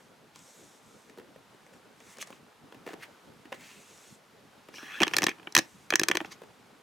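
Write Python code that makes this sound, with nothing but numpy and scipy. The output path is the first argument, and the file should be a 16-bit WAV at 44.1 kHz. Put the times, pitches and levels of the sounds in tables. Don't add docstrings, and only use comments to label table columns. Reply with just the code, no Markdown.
import sys
import numpy as np
from scipy import signal
from scipy.fft import rfft, irfft, next_fast_len
from scipy.io import wavfile
from scipy.ndimage import uniform_filter1d

SR = 44100
rng = np.random.default_rng(int(sys.argv[2]) if len(sys.argv) > 2 else 0)


def output_pcm(signal):
    pcm = np.clip(np.atleast_2d(signal).T, -1, 1) * 32767
    wavfile.write(sys.argv[1], SR, np.round(pcm).astype(np.int16))


def to_linear_factor(level_db):
    exponent = np.asarray(level_db, float) / 20
    return 10 ** exponent


N = 300762
BURST = 4096

# (time [s], rumble and sleeve level [dB], air level [dB])
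ROOM_LEVELS = [(0.0, -61.5, -62.5), (2.28, -60.5, -61), (2.56, -61.5, -62), (3.0, -56.5, -59.5),
               (3.42, -61, -60.5), (3.67, -60, -61), (4.2, -62, -62), (4.75, -58.5, -60),
               (4.94, -59.5, -54.5), (5.07, -57, -52.5), (5.17, -45.5, -47), (5.28, -58, -58.5),
               (5.68, -61.5, -61.5), (5.94, -60, -60.5), (6.1, -48.5, -55), (6.25, -55.5, -57),
               (6.42, -60, -60), (6.82, -61, -61.5)]
# (frequency [Hz], density [dB per Hz])
RUMBLE_TONE = [(15, -53), (25, -23), (54, -20.5), (119, -5), (224, -1), (321, -4.5), (362, -4.5), (422, -2),
               (1160, -14.5), (1500, -12.5), (1950, -55), (3300, -120)]
# (frequency [Hz], density [dB per Hz])
AIR_TONE = [(470, -25.5), (800, -3), (1630, -7.5), (1780, -8), (2660, -10.5), (3800, -13), (13500, -25.5),
            (15500, -34.5), (16500, -38)]
# (frequency [Hz], likeness [0 to 1])
LEFT_RIGHT_LIKENESS = [(60, 0.73), (180, 0.77), (550, 0.63), (1650, 0.69), (4970, 0.76), (15000, 0.88)]
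# (time [s], hiss level [dB], card body level [dB], body resonance [Hz])
CARD_SLIDES = [
    [(0.0, -71, -73, 1500), (0.006, -72, -59.5, 1490), (0.022, -69, -82, 1570), (0.15, -84, -82, 1670)],
    [(0.33, -86, -85.5, 3020), (0.354, -65, -63.5, 3170), (0.44, -60, -72.5, 1940),
     (0.598, -59.5, -69.5, 2100), (0.758, -63.5, -82, 1470), (0.812, -70, -87, 1750),
     (0.944, -65.5, -81, 1530), (1.106, -71, -72.5, 2180), (1.14, -86, -82, 1800)],
    [(1.5, -76, -71, 1690), (1.524, -82, -75.5, 1770), (1.728, -77, -71, 1660), (1.732, -64, -66, 1590),
     (1.8, -79, -84, 1680)],
    [(1.95, -76, -76, 1810), (1.978, -73, -73, 1690), (2.124, -55.5, -61.5, 1880), (2.18, -70, -64, 2080)],
    [(2.18, -77, -64.5, 2680), (2.218, -39.5, -42.5, 2540), (2.26, -75, -80, 2390)],
    [(2.26, -64, -67, 1900), (2.27, -63, -64.5, 1880), (2.354, -69, -65.5, 2230), (2.42, -82, -84, 1700)],
    [(2.85, -84, -82.5, 1790), (2.868, -67, -57, 1790), (2.93, -67, -58, 1790)],
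    [(2.99, -78, -69, 1840), (3.036, -70, -44.5, 1700), (3.07, -76, -70, 1680)],
    [(3.54, -62, -50, 2050), (3.58, -71, -66, 2040), (3.61, -62, -55, 2110), (3.704, -59.5, -58.5, 2530),
     (3.83, -61.5, -65, 2320), (4.126, -59, -68, 2170), (4.148, -60, -81, 1840), (4.2, -84, -78.5, 1700)],
    [(5.64, -69, -61.5, 2370), (5.692, -64, -74.5, 1960), (5.868, -68.5, -71.5, 1850),
     (5.87, -66, -71, 1870)],
]
# (frequency [Hz], density [dB per Hz])
FIBRE_TONE = [(2060, -26.5), (3500, 0.5), (4600, -3.5), (6050, 4.5), (7850, 3.5), (11100, -7), (12500, -11),
              (13700, -10), (16000, -27)]
# (time [s], card peak [dB], table thud re card [dB], edge tick re card [dB], thud pitch [Hz], contact [ms])
TABLE_TAPS = [(0.3586, -46.5, -11, 6, 423, 3), (0.391, -49.5, -13, 6.5, 374, 2.8),
              (1.0967, -44.5, -17, -1.5, 250, 2.5), (1.1736, -51, 2.5, -24, 427, 2.7),
              (1.1834, -53, 7, -34, 425, 3.4), (1.1964, -47.5, -2, -26, 474, 3),
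              (1.2147, -54, -2, -23.5, 450, 2.7), (1.3595, -52, 3, -19, 557, 3.2),
              (1.5445, -56.5, 2, -19, 460, 2.6), (1.664, -47, -14, -7, 619, 2.7),
              (1.737, -48, -20, -12, 560, 2.7), (2.003, -46.5, -10, -0.5, 678, 3),
              (2.17, -47.5, -10, 2.5, 444, 3.5), (2.1844, -43.5, -7, 5, 538, 2.5),
              (2.2251, -29, -24, 0, 622, 2.5), (2.2724, -46, -7.5, 3, 533, 3.2),
              (2.3034, -48.5, 6, -20, 505, 2.6), (2.3256, -39.5, -16, -21, 361, 2.7),
              (2.7226, -43, -5.5, -32, 427, 3), (2.7448, -48, -1.5, -32, 460, 2.8),
              (2.8637, -40, -2, -33, 486, 3.3), (2.8745, -33, -7.5, -24, 452, 3.2),
              (2.8874, -40, -7.5, -27, 700, 3), (2.9046, -46.5, -1.5, -18, 388, 3.3),
              (2.925, -47, -14, -7, 463, 2.7), (2.932, -42, -1.5, -6, 476, 2.4),
              (2.9376, -38.5, -4.5, -7.5, 400, 3.2), (3.4535, -44.5, -5.5, -30, 342, 3.5),
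              (3.5201, -35.5, -5, -34.5, 540, 2.7), (3.5248, -25.5, -15, -27, 595, 2.6),
              (3.5342, -39, -15, -16, 748, 3.3), (3.5412, -44, -5, -15, 444, 3.4),
              (4.6855, -42.5, -6, -13.5, 447, 2.9), (4.8295, -40, -7.5, -10, 275, 3.2),
              (6.4173, -50.5, 5, -34.5, 422, 2.8), (6.4345, -48, -1.5, -23.5, 463, 3)]
# (frequency [Hz], width [Hz], level [dB])
CARD_MODES = [(1108, 200, 1), (1800, 390, 0.5), (2705, 700, -2.5)]
# (frequency [Hz], width [Hz], level [dB])
EDGE_MODES = [(4470, 1800, 3.5), (7030, 3000, 6.5), (11000, 4000, -7.5)]
# (time [s], shell level [dB], fizz level [dB])
SKIN_RUBS = [
    [(4.72, -69, -78), (4.748, -51, -51.5), (4.89, -44.5, -60.5), (4.974, -44, -55), (4.996, -41, -67),
     (5.0, -39, -47)],
    [(5.29, -36, -48.5), (5.354, -68.5, -78.5), (5.37, -64.5, -78)],
    [(5.595, -29, -39.5), (5.601, -46.5, -49.5), (5.66, -67.5, -63)],
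    [(6.255, -50.5, -51), (6.291, -77.5, -84), (6.321, -38.5, -44.5), (6.36, -80, -77.5)],
]
# (time [s], shell peak [dB], knock re shell [dB], crack re shell [dB], chatter [ms], left-right lean [dB])
MOUNT_SLIPS = [(4.7395, -38, -17.5, -12, 2.9, 3.5), (4.7818, -32.5, -21, -17, 2.5, 2),
               (4.9182, -38, -21, -16, 2.5, -2), (5.0024, -17, -22, -14.5, 2.2, -2.5),
               (5.0085, -20.5, -3.5, -29, 2.3, 3), (5.017, -13.5, -11, -13, 2.3, -1),
               (5.0235, -23, -3, -14, 2.5, -15.5), (5.0315, -6.5, -24, -11.5, 2.7, 0.5),
               (5.0464, -28.5, -16.5, -28, 2.5, 6), (5.0674, -25, -9, -14, 2.4, -1.5),
               (5.0783, -18, -24.5, -9.5, 2.7, 0.5), (5.0944, -50, -17, -28, 2.5, -3),
               (5.1114, -34.5, -13, -14.5, 2.5, 1.5), (5.1351, -17, -25, -13, 2.5, 1.5),
               (5.1411, -22.5, -20, -8.5, 2.7, -7), (5.1657, -20.5, -11, 1.5, 2.9, 3),
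               (5.1659, -15.5, -20.5, -2, 2.5, 0.5), (5.1838, -12.5, -20.5, -5, 2.45, -0.5),
               (5.2072, -33, -6, -19, 2.5, 1.5), (5.2197, -16, -16, -9, 2.7, 0),
               (5.2303, -15, -13, -8.5, 2.4, -0.5), (5.2386, -18, -11.5, 0, 2.6, -2.5),
               (5.2658, -20, -4.5, -2, 2.4, 0), (5.2659, -12, -17, -10.5, 2.7, 1.5),
               (5.2833, -18.5, -14, -18, 2.1, -2.5), (5.2912, -23, -16.5, -8, 2.3, 0.5),
               (5.3138, -31, -18.5, -27, 2.2, 0), (5.384, -49.5, -6.5, -28, 2.5, 0),
               (5.3962, -40.5, -12, -33, 2.5, -3), (5.4186, -62, -9.5, -27, 2.5, 2),
               (5.4293, -47.5, -8, -26, 2.5, -3.5), (5.4711, -41.5, -6, -34.5, 3, -14),
               (5.4715, -27.5, -21.5, -41, 2.5, 1.5), (5.5226, -55, 1, 15, 2.1, 2),
               (5.5499, -10, -27.5, -1, 2.6, 0), (5.5645, -5.5, -25.5, -7, 2.4, -1.5),
               (5.5764, -16, -10.5, 0, 2.3, 7.5), (5.5853, -14.5, -15, -5, 2.5, -1),
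               (5.5894, -17.5, -11, 0.5, 2.3, -4), (5.904, -16, -25.5, -6, 2.2, 0),
               (5.9234, -16, -13.5, -30.5, 2.2, 1.5), (5.9367, -12.5, -15.5, -19.5, 2.6, -2),
               (5.9556, -12.5, -26.5, 1, 2.3, 1), (5.9949, -14, -20, -3, 2.6, 0.5),
               (6.014, -22.5, -5.5, -13.5, 2.4, -0.5), (6.0331, -16, -19.5, -3, 2.9, -1),
               (6.0841, -14, -20.5, -3.5, 2.9, -1.0), (6.0981, -23, -5, -16.5, 2.1, -0.5),
               (6.113, -11, -20, -16, 2.5, -3), (6.1344, -39.5, -6.5, -30.5, 2.5, -3),
               (6.1485, -37, 5, -7.5, 2.5, -7.5), (6.1528, -16.5, -18.5, -9, 2.4, 2),
               (6.1701, -13.5, -20.5, -7.5, 2.9, 0), (6.2031, -23.5, -14, -22, 2.3, -0.5),
               (6.2113, -41.5, 8.5, -20, 2.9, 4.5), (6.2462, -30, -13.5, -23.5, 2.7, -1.0)]
# (frequency [Hz], width [Hz], level [dB])
SHELL_MODES = [(1128, 290, -1), (1772, 218, 5.5), (2450, 354, 3.5), (3284, 356, -2)]
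# (frequency [Hz], width [Hz], level [dB])
KNOCK_MODES = [(161, 97, -11.5), (336, 70, 0), (520, 170, -8), (775, 220, -8)]
# (frequency [Hz], width [Hz], level [dB])
CRACK_MODES = [(3994, 400, -1), (5375, 656, 1), (6200, 700, 0.5), (8320, 1770, -10.5), (13000, 2800, -17.5)]
# (frequency [Hz], time to fall 60 dB [s])
ECHO_TIMES = [(200, 0.22), (2000, 0.17), (10000, 0.059)]


def unit(x):
    return x / np.sqrt(np.mean(x ** 2) + 1e-20)


def along(points, hz):
    f, v = np.transpose(points)
    return np.interp(np.log(hz + 1), np.log(f + 1), v)


def strokes(tables, column, rest=-120):
    t = np.arange(N) / SR
    out = np.full(N, float(rest))
    for rows in tables:
        rows = np.array(rows)
        inside = (t >= rows[0, 0]) & (t < rows[-1, 0])
        out[inside] = np.interp(t[inside], rows[:, 0], rows[:, column])
    return uniform_filter1d(out, size=150)


def modes(table):
    def response(f):
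        total = 0
        for k, (centre, width, db) in enumerate(table):
            ring = 1j * f * width / (centre * centre - f * f + 1j * f * width)
            total = total + (-1) ** k * to_linear_factor(db) * ring
        return total
    return response


def filtered(x, response):
    m = next_fast_len(x.shape[-1] + BURST)
    spectrum = rfft(x, m) * response(np.fft.rfftfreq(m, 1 / SR))
    return irfft(spectrum, m)[..., :x.shape[-1]]


def patchy(patchy_db, grit_db):
    z = signal.stft(rng.standard_normal((2, N + BURST)), nperseg=512)[2]
    field = uniform_filter1d(rng.standard_normal(z.shape[1:]), size=6, axis=0)
    field = uniform_filter1d(field, size=10, axis=1)
    pair = signal.istft(z * to_linear_factor(patchy_db * unit(field)), nperseg=512)[1][:, :N]
    bumps = unit(uniform_filter1d(rng.standard_normal(N), size=60))
    return pair * to_linear_factor(grit_db * bumps)


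def spread(pair, side_db):
    side = to_linear_factor(side_db) * pair[1]
    return np.array([pair[0] + side, pair[0] - side])


def chatter(ms, rise_ms, spiky_db):
    t = np.arange(BURST) / SR * 1000
    shape = (1 - np.exp(-t / abs(rise_ms))) * np.exp(-(t / max(ms, 0.2)) ** 1.15)
    return shape * rng.standard_normal((2, BURST)) * to_linear_factor(spiky_db * rng.standard_normal(BURST))


def struck(force, table):
    ring = filtered(force, modes(table))
    return ring / np.abs(ring[0]).max()


def add(track, s, sound):
    track[:, round(s * SR):][:, :BURST] += sound


def room_layer(noise, tone):
    def response(hz):
        turn = np.arccos(np.clip(along(LEFT_RIGHT_LIKENESS, hz), -1, 1)) / 2
        return to_linear_factor(along(tone, hz)) * np.array([np.cos(turn), np.sin(turn)])
    return unit(spread(filtered(noise, response), side_db=0))


def room_tone():
    rumble = room_layer(patchy(patchy_db=3.0, grit_db=0.0), RUMBLE_TONE)
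    air = room_layer(patchy(patchy_db=0.1, grit_db=-0.5), AIR_TONE)
    rumble_gain = to_linear_factor(strokes([ROOM_LEVELS], column=1, rest=-61) + 1.0)
    air_gain = to_linear_factor(strokes([ROOM_LEVELS], column=2, rest=-65) - 0.5)
    return rumble_gain * rumble + air_gain * air


def slides():
    hiss = unit(filtered(patchy(patchy_db=1.5, grit_db=1), lambda hz: to_linear_factor(along(FIBRE_TONE, hz))))
    octave = np.log2(strokes(CARD_SLIDES, column=3, rest=1950))
    noise = patchy(patchy_db=-1.5, grit_db=2.5)
    body = 0
    for hz in 1300 * 2 ** (np.arange(6) / 3):
        share = np.sqrt(np.clip(1 - 3 * abs(octave - np.log2(hz)), 0, 1))
        body = body + share * unit(filtered(noise, modes([(hz, 0.35 * hz, 0)])))
    hiss = to_linear_factor(strokes(CARD_SLIDES, column=1)) * hiss
    body = to_linear_factor(strokes(CARD_SLIDES, column=2)) * body
    return spread(hiss, side_db=-26) + spread(body, side_db=-32)


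def taps():
    out = np.zeros((2, N + BURST))
    for s, db, thud_db, tick_db, hz, ms in TABLE_TAPS:
        card = struck(chatter(ms, rise_ms=0.72, spiky_db=10), CARD_MODES)
        table_modes = [(hz, 170, 0), (190, 100, -9)]  # (Hz, width Hz, dB)
        thud = struck(chatter(1.27 * ms, rise_ms=1.2, spiky_db=2.4), table_modes)
        tick = struck(chatter(0.5 * ms, rise_ms=0.2, spiky_db=10.5), EDGE_MODES)
        contact = card + to_linear_factor(thud_db + 9.5) * thud + to_linear_factor(tick_db + 2.5) * tick
        add(out, s, to_linear_factor(db) * spread(contact, side_db=-33))
    return out[:, :N]


def rubs():
    bright_shell = lambda hz: modes(SHELL_MODES)(hz) * hz / 2000
    shell = unit(filtered(patchy(patchy_db=6, grit_db=1), bright_shell))
    fizz = unit(filtered(patchy(patchy_db=-3, grit_db=2), modes(CRACK_MODES)))
    shell = to_linear_factor(strokes(SKIN_RUBS, column=1)) * shell
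    fizz = to_linear_factor(strokes(SKIN_RUBS, column=2)) * fizz
    return spread(shell, side_db=-12) + spread(fizz, side_db=-17)


def slips():
    out = np.zeros((2, N + BURST))
    for s, db, knock_db, crack_db, ms, pan_db in MOUNT_SLIPS:
        shell = spread(struck(chatter(ms, rise_ms=0.45, spiky_db=2.5), SHELL_MODES), side_db=-13.5)
        knock = spread(struck(chatter(1.36 * ms, rise_ms=0.91, spiky_db=0.45), KNOCK_MODES), side_db=-32)
        crack = spread(struck(chatter(0.91 * ms, rise_ms=0.35, spiky_db=8), CRACK_MODES), side_db=-19)
        lean = to_linear_factor([[0.6 * pan_db], [-0.8 * pan_db]])
        slip = lean * shell + to_linear_factor(knock_db + 7.5) * knock + to_linear_factor(crack_db + 6) * crack
        add(out, s, to_linear_factor(db) * slip)
    return out[:, :N]


def walls(x):
    hz, t, z = signal.stft(rng.standard_normal((2, SR // 2)), SR, nperseg=256)
    fade = to_linear_factor(-60 * t / along(ECHO_TIMES, hz)[:, None])
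    tail = signal.istft(z * fade, SR, nperseg=256)[1]
    tail = tail / np.linalg.norm(tail[0])
    return signal.fftconvolve(x.mean(0)[None], tail, axes=1)[:, :N]


def scene():
    table = slides() + taps()
    mount = rubs() + slips()
    echo = walls(to_linear_factor(-12) * table + to_linear_factor(-17.5) * mount)
    return room_tone() + table + mount + echo


def roll_off(x):
    return signal.sosfilt(signal.butter(12, 16980, fs=SR, output="sos"), x)


def record(dry):
    return roll_off(dry)


dry = scene()
out = record(dry)
output_pcm(out)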